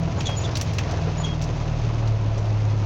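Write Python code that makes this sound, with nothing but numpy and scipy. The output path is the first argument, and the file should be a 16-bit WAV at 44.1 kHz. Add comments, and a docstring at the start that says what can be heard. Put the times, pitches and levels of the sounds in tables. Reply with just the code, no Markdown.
"""Inside the cab of a heavy truck, heard from one place by a single microphone that dulls the high treble.
A six-cylinder diesel eases down, a sum of sine orders sliding through the cab's resonances until the
firing note booms. Combustion clatter, body rumble and hiss are shaped noise.
Loose fittings click (ringing noise bursts), the trim squeaks (bending tones), and the body knocks
(muffled noise) and booms (swelling sines) as the cab rocks."""
import sys
import numpy as np
from scipy import signal
from scipy.fft import rfft, irfft
from scipy.io import wavfile
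from scipy.ndimage import map_coordinates

SR = 44100
rng = np.random.default_rng(int(sys.argv[2]) if len(sys.argv) > 2 else 0)


def store_pcm(level_fs):
    """Save levels as 16-bit WAV."""
    pcm = np.round(np.clip(level_fs, -1, 1) * 32767).astype(np.int16)
    wavfile.write(sys.argv[1], SR, np.atleast_2d(pcm).T)


N = 125685

# Crankshaft speed before its slight wander: (time [s], speed [turns/s])
CRANK_SPEED = [(0, 41.5), (.25, 41.4), (.5, 42.1), (.75, 41.1), (1.1, 39.6), (1.5, 38.5), (1.95, 37.7),
               (2.24, 35.5), (2.5, 35.6), (2.85, 34.9)]
# Engine orders before cab and load; 3 is the firing note: (multiple of crankshaft speed, level [dB])
ENGINE_ORDERS = [(1, -30.5), (1.5, -38), (2, -27), (2.5, -25.5), (3, -18.3), (3.5, -28.5), (4, -25),
                 (4.5, -44), (5, -46), (5.5, -42), (6, -44), (7, -47), (8, -45)]
# How the cab answers the engine orders: (frequency [Hz], gain [dB])
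CAB_RESPONSE = [(34, -6), (38, 3), (42, -8), (70, -10), (76, -4), (80, 0), (84, -2), (90, -19.5), (98, -4),
                (102, -1), (107, 0), (111, -3), (114, -6), (119, -10.5), (125, -11), (143, -11), (150, -11),
                (153, -2), (156, 1.5), (159, 2), (163, -15), (220, -3.5)]
# Load on the engine, heard in the orders only: (time [s], gain [dB])
ENGINE_LOAD = [(0, -1), (.45, -2.5), (.85, -2), (1.15, -3), (1.5, -3.5), (1.95, -1.5), (2.3, -2.5),
               (2.85, -2)]
SPEED_WANDER, ORDER_FLICKER_DB = .002, .7  # wander as a share of the speed

# Spectral shape of the body rumble: (frequency [Hz], relative level [dB])
RUMBLE_SHAPE = [(20, -37.5), (33, -8), (48, -10), (63, -8), (88, -8), (103, 7), (117, -7), (140, -2),
                (163, -2), (190, -10), (250, -24), (500, -61.5)]
# Rumble over time: (time [s], level [dB])
RUMBLE_LEVEL = [(0, -28.5), (.9, -32), (1.4, -35), (1.9, -32.5), (2.85, -33.5)]

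# Spectral shape of the combustion clatter: (frequency [Hz], relative level [dB])
CLATTER_SHAPE = [(120, -9.5), (210, -1.5), (300, 1), (390, -0.5), (520, -1), (670, -2), (850, -4),
                 (1100, -6.5), (1700, -15.5), (2600, -21), (4200, -24), (8000, -43.5), (16000, -60.5)]
# Clatter over time, before its flutter: (time [s], level [dB])
CLATTER_LEVEL = [(0, -35.5), (.7, -35), (.95, -32.5), (1.4, -36.5), (1.75, -35.5), (2.2, -36), (2.85, -36)]
# Ringing panels: (frequency [Hz], width [Hz], level [dB])
PANEL_RESONANCES = [(297.6, 43, -47), (570.4, 22, -49), (667.7, 14, -46), (993, 23, -52.5),
                    (2070, 33, -63.5), (2592, 150, -56.5)]
CLATTER_PULSING, CLATTER_REPEAT = 0.14, 0.089  # pulse depth; share of power repeating every two turns

# Clicks of loose fittings: (time [s], level [dB], brightest frequency [Hz], decay [s],
# crack relative to the ring [dB])
FITTING_CLICKS = [(0.2058, -28, 3200, 0.0092, -14), (0.290, -32.5, 2540, 0.0095, -5),
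                  (0.5541, -27, 4020, 0.0081, -8), (0.5698, -27.5, 4440, 0.0057, 4),
                  (0.6117, -26, 5700, 0.0062, 6.5), (0.7333, -40.5, 4840, 0.018, 1),
                  (0.7837, -28, 4130, 0.0059, -2.5), (0.7855, -25.5, 2600, 0.0085, -16),
                  (0.911, -35.5, 5160, 0.0067, -8), (1.4142, -37, 3470, 0.0084, -7),
                  (1.4214, -35, 5900, 0.0073, -2.5), (1.4397, -38, 5450, 0.008, -6),
                  (2.0745, -39, 4100, 0.0098, -8), (2.379, -42, 5100, 0.015, -21),
                  (2.454, -43, 2950, 0.0069, -6)]
# Resonances of the fittings: (frequency [Hz], width [Hz], gain [dB])
FITTING_RESONANCES = [(1200, 810, -1), (1920, 1100, -4.5), (2590, 350, -0.5), (3380, 1400, -13),
                      (4530, 760, -7), (5540, 660, -0.5), (5800, 480, -16.5)]
# Spectral shape of the sharp crack in each click: (frequency [Hz], relative level [dB])
CRACK_SHAPE = [(3000, -7.5), (7000, -8.5), (12000, 3), (16000, -12.5)]
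CLICK_RISE_S, CLICK_SPREAD_OCT = 0.00085, .85
SNAP_DB, SNAP_RISE_S, SNAP_DECAY_S = 8, .00015, .0012  # first contact, relative to the click
CAB_TAIL_DB, CAB_TAIL_S = -14.5, 0.023  # tail in the cab, relative to the click

# Squeaks of the trim: (time [s], length [s], pitch [Hz], level [dB], roughness [0-1],
# octave relative to the fundamental [dB])
TRIM_SQUEAKS = [(0.18, 0.03, 6820, -40, 0.5, -31), (0.249, 0.042, 3380, -31, 0.75, -13),
                (.26, 0.018, 6300, -29, .3, -25), (0.256, 0.106, 3280, -38, .05, -32),
                (0.361, 0.043, 6870, -32.5, .2, -4), (0.405, 0.034, 6850, -39, 0.5, -34),
                (0.433, 0.038, 3480, -35, .75, -17), (1.175, 0.023, 6850, -34, 0, -7),
                (1.194, 0.038, 6920, -38, 0.2, -19), (1.233, 0.036, 3280, -29.5, .4, -13),
                (1.25, 0.098, 3280, -40.5, 0.05, -36)]
SQUEAK_EDGE_S = 0.017  # rise and fall
SQUEAK_JITTER, SQUEAK_SAG, SQUEAK_FLUTTER_DB = .03, .04, 3  # at roughness 1; first two as shares of pitch
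SQUEAK_THIRD_DB = -5  # third harmonic relative to the octave
RUB_DB, RUB_HZ, RUB_WIDTH_HZ = -5.5, 6360, 820  # dry scratch, at roughness 1
SQUEAK_BLUR_DB, SQUEAK_BLUR_HZ, SQUEAK_BLUR_ABOVE_HZ = -3, 500, 150  # noise: level, width, offset above pitch

# Dull knocks of the body: (time [s], level [dB], frequency [Hz])
BODY_KNOCKS = [(0.071, -29.5, 500), (.175, -25, 580), (0.285, -26, 696), (.385, -34, 500),
               (0.471, -26, 474), (0.671, -30.5, 357), (.89, -25.5, 553), (0.927, -25, 555),
               (0.969, -30, 600), (1.073, -26.5, 514), (1.187, -29.5, 640), (1.485, -27.5, 450),
               (2.02, -27.5, 557), (2.371, -29, 450)]
KNOCK_WIDTH_HZ, KNOCK_TOP_HZ = 314, 1850
KNOCK_RISE_S, KNOCK_DECAY_S = .012, 0.016

# Low booms as the cab rocks: (time of crest [s], length [s], frequency [Hz], level [dB])
CAB_BOOMS = [(.03, .15, 166, -27.5), (.35, .16, 143, -33), (.72, 0.13, 154, -33), (1.67, 0.16, 162, -38),
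             (2.32, 0.24, 62.3, -33)]

# Spectral shape of the hiss: (frequency [Hz], relative level [dB])
HISS_SHAPE = [(800, -8), (1500, 1), (2100, 6), (2650, 6), (3200, 3), (4400, 1.5), (6300, 1.5), (8000, -17),
              (12000, -13), (16000, -38.5)]
# Hiss over time, before its flutter: (time [s], level [dB])
HISS_LEVEL = [(0, -44.5), (.25, -41.5), (.7, -43), (1.0, -43), (1.45, -44.5), (1.9, -45), (2.3, -48),
              (2.85, -46)]

# Microphone treble: (frequency [Hz], gain [dB])
MIC_TREBLE = [(6700, -0.5), (7200, -1.5), (8000, -10.5), (10000, -17.5), (13800, -25.5), (15200, -4.5)]
TOP_HZ = 16100  # upper limit of the recorder


def undb(db):
    """Decibels to gain."""
    return 10 ** (np.asarray(db) / 20)


def unit(x):
    """Scale to rms 1."""
    return x / np.sqrt(np.mean(x ** 2))


def curve(rows):
    """Interpolate (time, value) rows to every sample."""
    return np.interp(np.arange(N) / SR, *np.array(rows).T)


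def response(hz, points):
    """Gain of a (frequency, dB) curve, interpolated along log frequency."""
    f, db = np.array(points).T
    return undb(np.interp(np.log(np.maximum(hz, 1)), np.log(f), db))


def bins():
    """Frequencies of the spectrum in Hz."""
    return np.fft.rfftfreq(N, 1 / SR)


def colour(x, points):
    """Filter by a (frequency, dB) curve."""
    return irfft(rfft(x) * response(bins(), points), N)


def resonate(x, hz, width_hz):
    """Two-pole resonance, gain 1 at its centre."""
    b, a = signal.iirpeak(min(hz, SR / 2 - 1), hz / width_hz, fs=SR)
    return signal.lfilter(b, a, x)


def noise():
    """White noise."""
    return rng.standard_normal(N)


def walk(rate_hz):
    """Smooth random motion with rms 1, mostly slower than the given rate."""
    smoothing = np.exp(-(bins() / rate_hz) ** 2) * (bins() > 0)
    return unit(irfft(rfft(noise()) * smoothing, N))


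def decay(start, rise_s, decay_s):
    """A quick rise and exponential fall."""
    age = np.maximum(np.arange(N) / SR - start, 0)
    return (1 - np.exp(-age / rise_s)) * np.exp(-age / decay_s)


def engine(speed, turns):
    """Each order follows the crankshaft and swells where it meets a cab resonance."""
    orders = 0
    for multiple, db in ENGINE_ORDERS:
        tone = np.sqrt(2) * np.sin(2 * np.pi * (multiple * turns + rng.random()))
        level = undb(db + ORDER_FLICKER_DB * walk(6))
        orders = orders + tone * level * response(multiple * speed, CAB_RESPONSE)
    return orders * undb(curve(ENGINE_LOAD))


def clatter(turns):
    """Combustion noise pulses three times a turn and partly repeats every two turns."""
    size = 2048  # points in one two-turn cycle
    position = turns / 2 % 1 * size
    cycle = unit(map_coordinates(rng.standard_normal(size), [position], mode="grid-wrap"))
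    mix = np.sqrt(CLATTER_REPEAT) * cycle + np.sqrt(1 - CLATTER_REPEAT) * noise()
    firing = np.cos(6 * np.pi * turns)
    pulsed = mix * (1 + CLATTER_PULSING * firing)
    return unit(colour(pulsed, CLATTER_SHAPE)) * undb(curve(CLATTER_LEVEL) + walk(42))


def panels():
    """Panels ring steadily: noise passes a narrow resonance, then a broad one at the same pitch."""
    out = 0
    for hz, width_hz, db in PANEL_RESONANCES:
        ring = resonate(resonate(noise(), hz, width_hz), hz, hz / 2)
        out = out + undb(db) * unit(ring)
    return out


def rattles():
    """Hard little clicks: a snap at first contact, then loose fittings ring and die away in the cab."""
    out, t = 0, np.arange(N) / SR
    for start, db, hz, decay_s, crack_db in FITTING_CLICKS:
        strike = noise()
        ring = sum(undb(gain_db) * resonate(strike, f, width) for f, width, gain_db in FITTING_RESONANCES)
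        # favour the ring near the click's brightest frequency
        focus = 1 / (1 + (np.log2((bins() + 1) / hz) / CLICK_SPREAD_OCT) ** 2)
        focused_ring = unit(irfft(rfft(ring) * focus, N))
        crack = undb(crack_db) * unit(colour(noise(), CRACK_SHAPE))
        tail = undb(CAB_TAIL_DB) * decay(start, CLICK_RISE_S, CAB_TAIL_S)
        fall = decay(start, CLICK_RISE_S, decay_s) + tail
        contact = np.sin(2 * np.pi * hz * (t - start))
        snap = undb(SNAP_DB) * contact * decay(start, SNAP_RISE_S, SNAP_DECAY_S)
        out = out + undb(db) * (snap + (focused_ring + crack) * fall)
    return out


def squeaks():
    """Stick-slip tones: rough ones jitter, sag and scratch, smooth ones sing."""
    out, t = 0, np.arange(N) / SR
    rub_noise = resonate(resonate(noise(), RUB_HZ, RUB_WIDTH_HZ), RUB_HZ, 4 * RUB_WIDTH_HZ)
    rub = undb(RUB_DB) * unit(rub_noise)
    for start, length, hz, db, rough, octave_db in TRIM_SQUEAKS:
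        u = (t - start) / length  # 0 to 1 through the squeak
        swell = np.clip(np.minimum(u, 1 - u) * length / SQUEAK_EDGE_S, 0, 1)
        bend = SQUEAK_JITTER * walk(1100) - SQUEAK_SAG * np.clip(2 * u - 1, -1, 1)
        phase = 2 * np.pi * np.cumsum(hz * (1 + rough * bend)) / SR
        overtones = np.sin(2 * phase) + undb(SQUEAK_THIRD_DB) * np.sin(3 * phase)
        tone = np.sin(phase) + undb(octave_db) * overtones
        blur_hz = hz + SQUEAK_BLUR_ABOVE_HZ
        blur = resonate(resonate(noise(), blur_hz, SQUEAK_BLUR_HZ), blur_hz, 2 * SQUEAK_BLUR_HZ)
        scratch = rub + undb(SQUEAK_BLUR_DB) * unit(blur)
        level = undb(db + SQUEAK_FLUTTER_DB * rough * walk(280))
        out = out + (np.sqrt(2) * tone + rough * scratch) * swell * level
    return out


def knocks():
    """Soft, muffled blows in the body: resonant noise, low-passed, with a soft rise and short fall."""
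    out = 0
    b, a = signal.butter(2, KNOCK_TOP_HZ, fs=SR)
    rise_makeup = 1 + KNOCK_RISE_S / KNOCK_DECAY_S  # makes up for level lost to the slow rise
    for start, db, hz in BODY_KNOCKS:
        thud = unit(signal.lfilter(b, a, resonate(noise(), hz, KNOCK_WIDTH_HZ)))
        out = out + undb(db) * thud * rise_makeup * decay(start, KNOCK_RISE_S, KNOCK_DECAY_S)
    return out


def booms():
    """Low resonances of the cab swell briefly: sines under bell-shaped envelopes."""
    out, t = 0, np.arange(N) / SR
    for crest, length, hz, db in CAB_BOOMS:
        swell = np.exp(-(2 * (t - crest) / length) ** 2)
        tone = np.sqrt(2) * np.sin(2 * np.pi * (hz * t + rng.random()))
        out = out + undb(db) * swell * tone
    return out


def rumble():
    """Low noise of the body, its level drifting."""
    return undb(curve(RUMBLE_LEVEL)) * unit(colour(noise(), RUMBLE_SHAPE))


def hiss():
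    """Treble noise made grainy by fast level flutter, mostly fading over time."""
    grainy = noise() * undb(2.0 * walk(210))
    return unit(colour(grainy, HISS_SHAPE)) * undb(curve(HISS_LEVEL) + 1.3 * walk(25))


def scene():
    """Engine and cab noises at one place in the cab."""
    speed = curve(CRANK_SPEED) * (1 + SPEED_WANDER * walk(10.0))
    turns = np.cumsum(speed) / SR
    steady = engine(speed, turns) + rumble() + clatter(turns) + panels() + hiss()
    rocking = booms() + knocks() + rattles() + squeaks()
    return (steady + rocking)[None]


def record(dry):
    """The microphone dulls the treble; the recorder cuts steeply above its upper limit."""
    top_cut = signal.ellip(8, .2, 70, TOP_HZ, fs=SR, output="sos")
    return signal.sosfilt(top_cut, colour(dry, MIC_TREBLE))


dry = scene()
out = record(dry)
store_pcm(out)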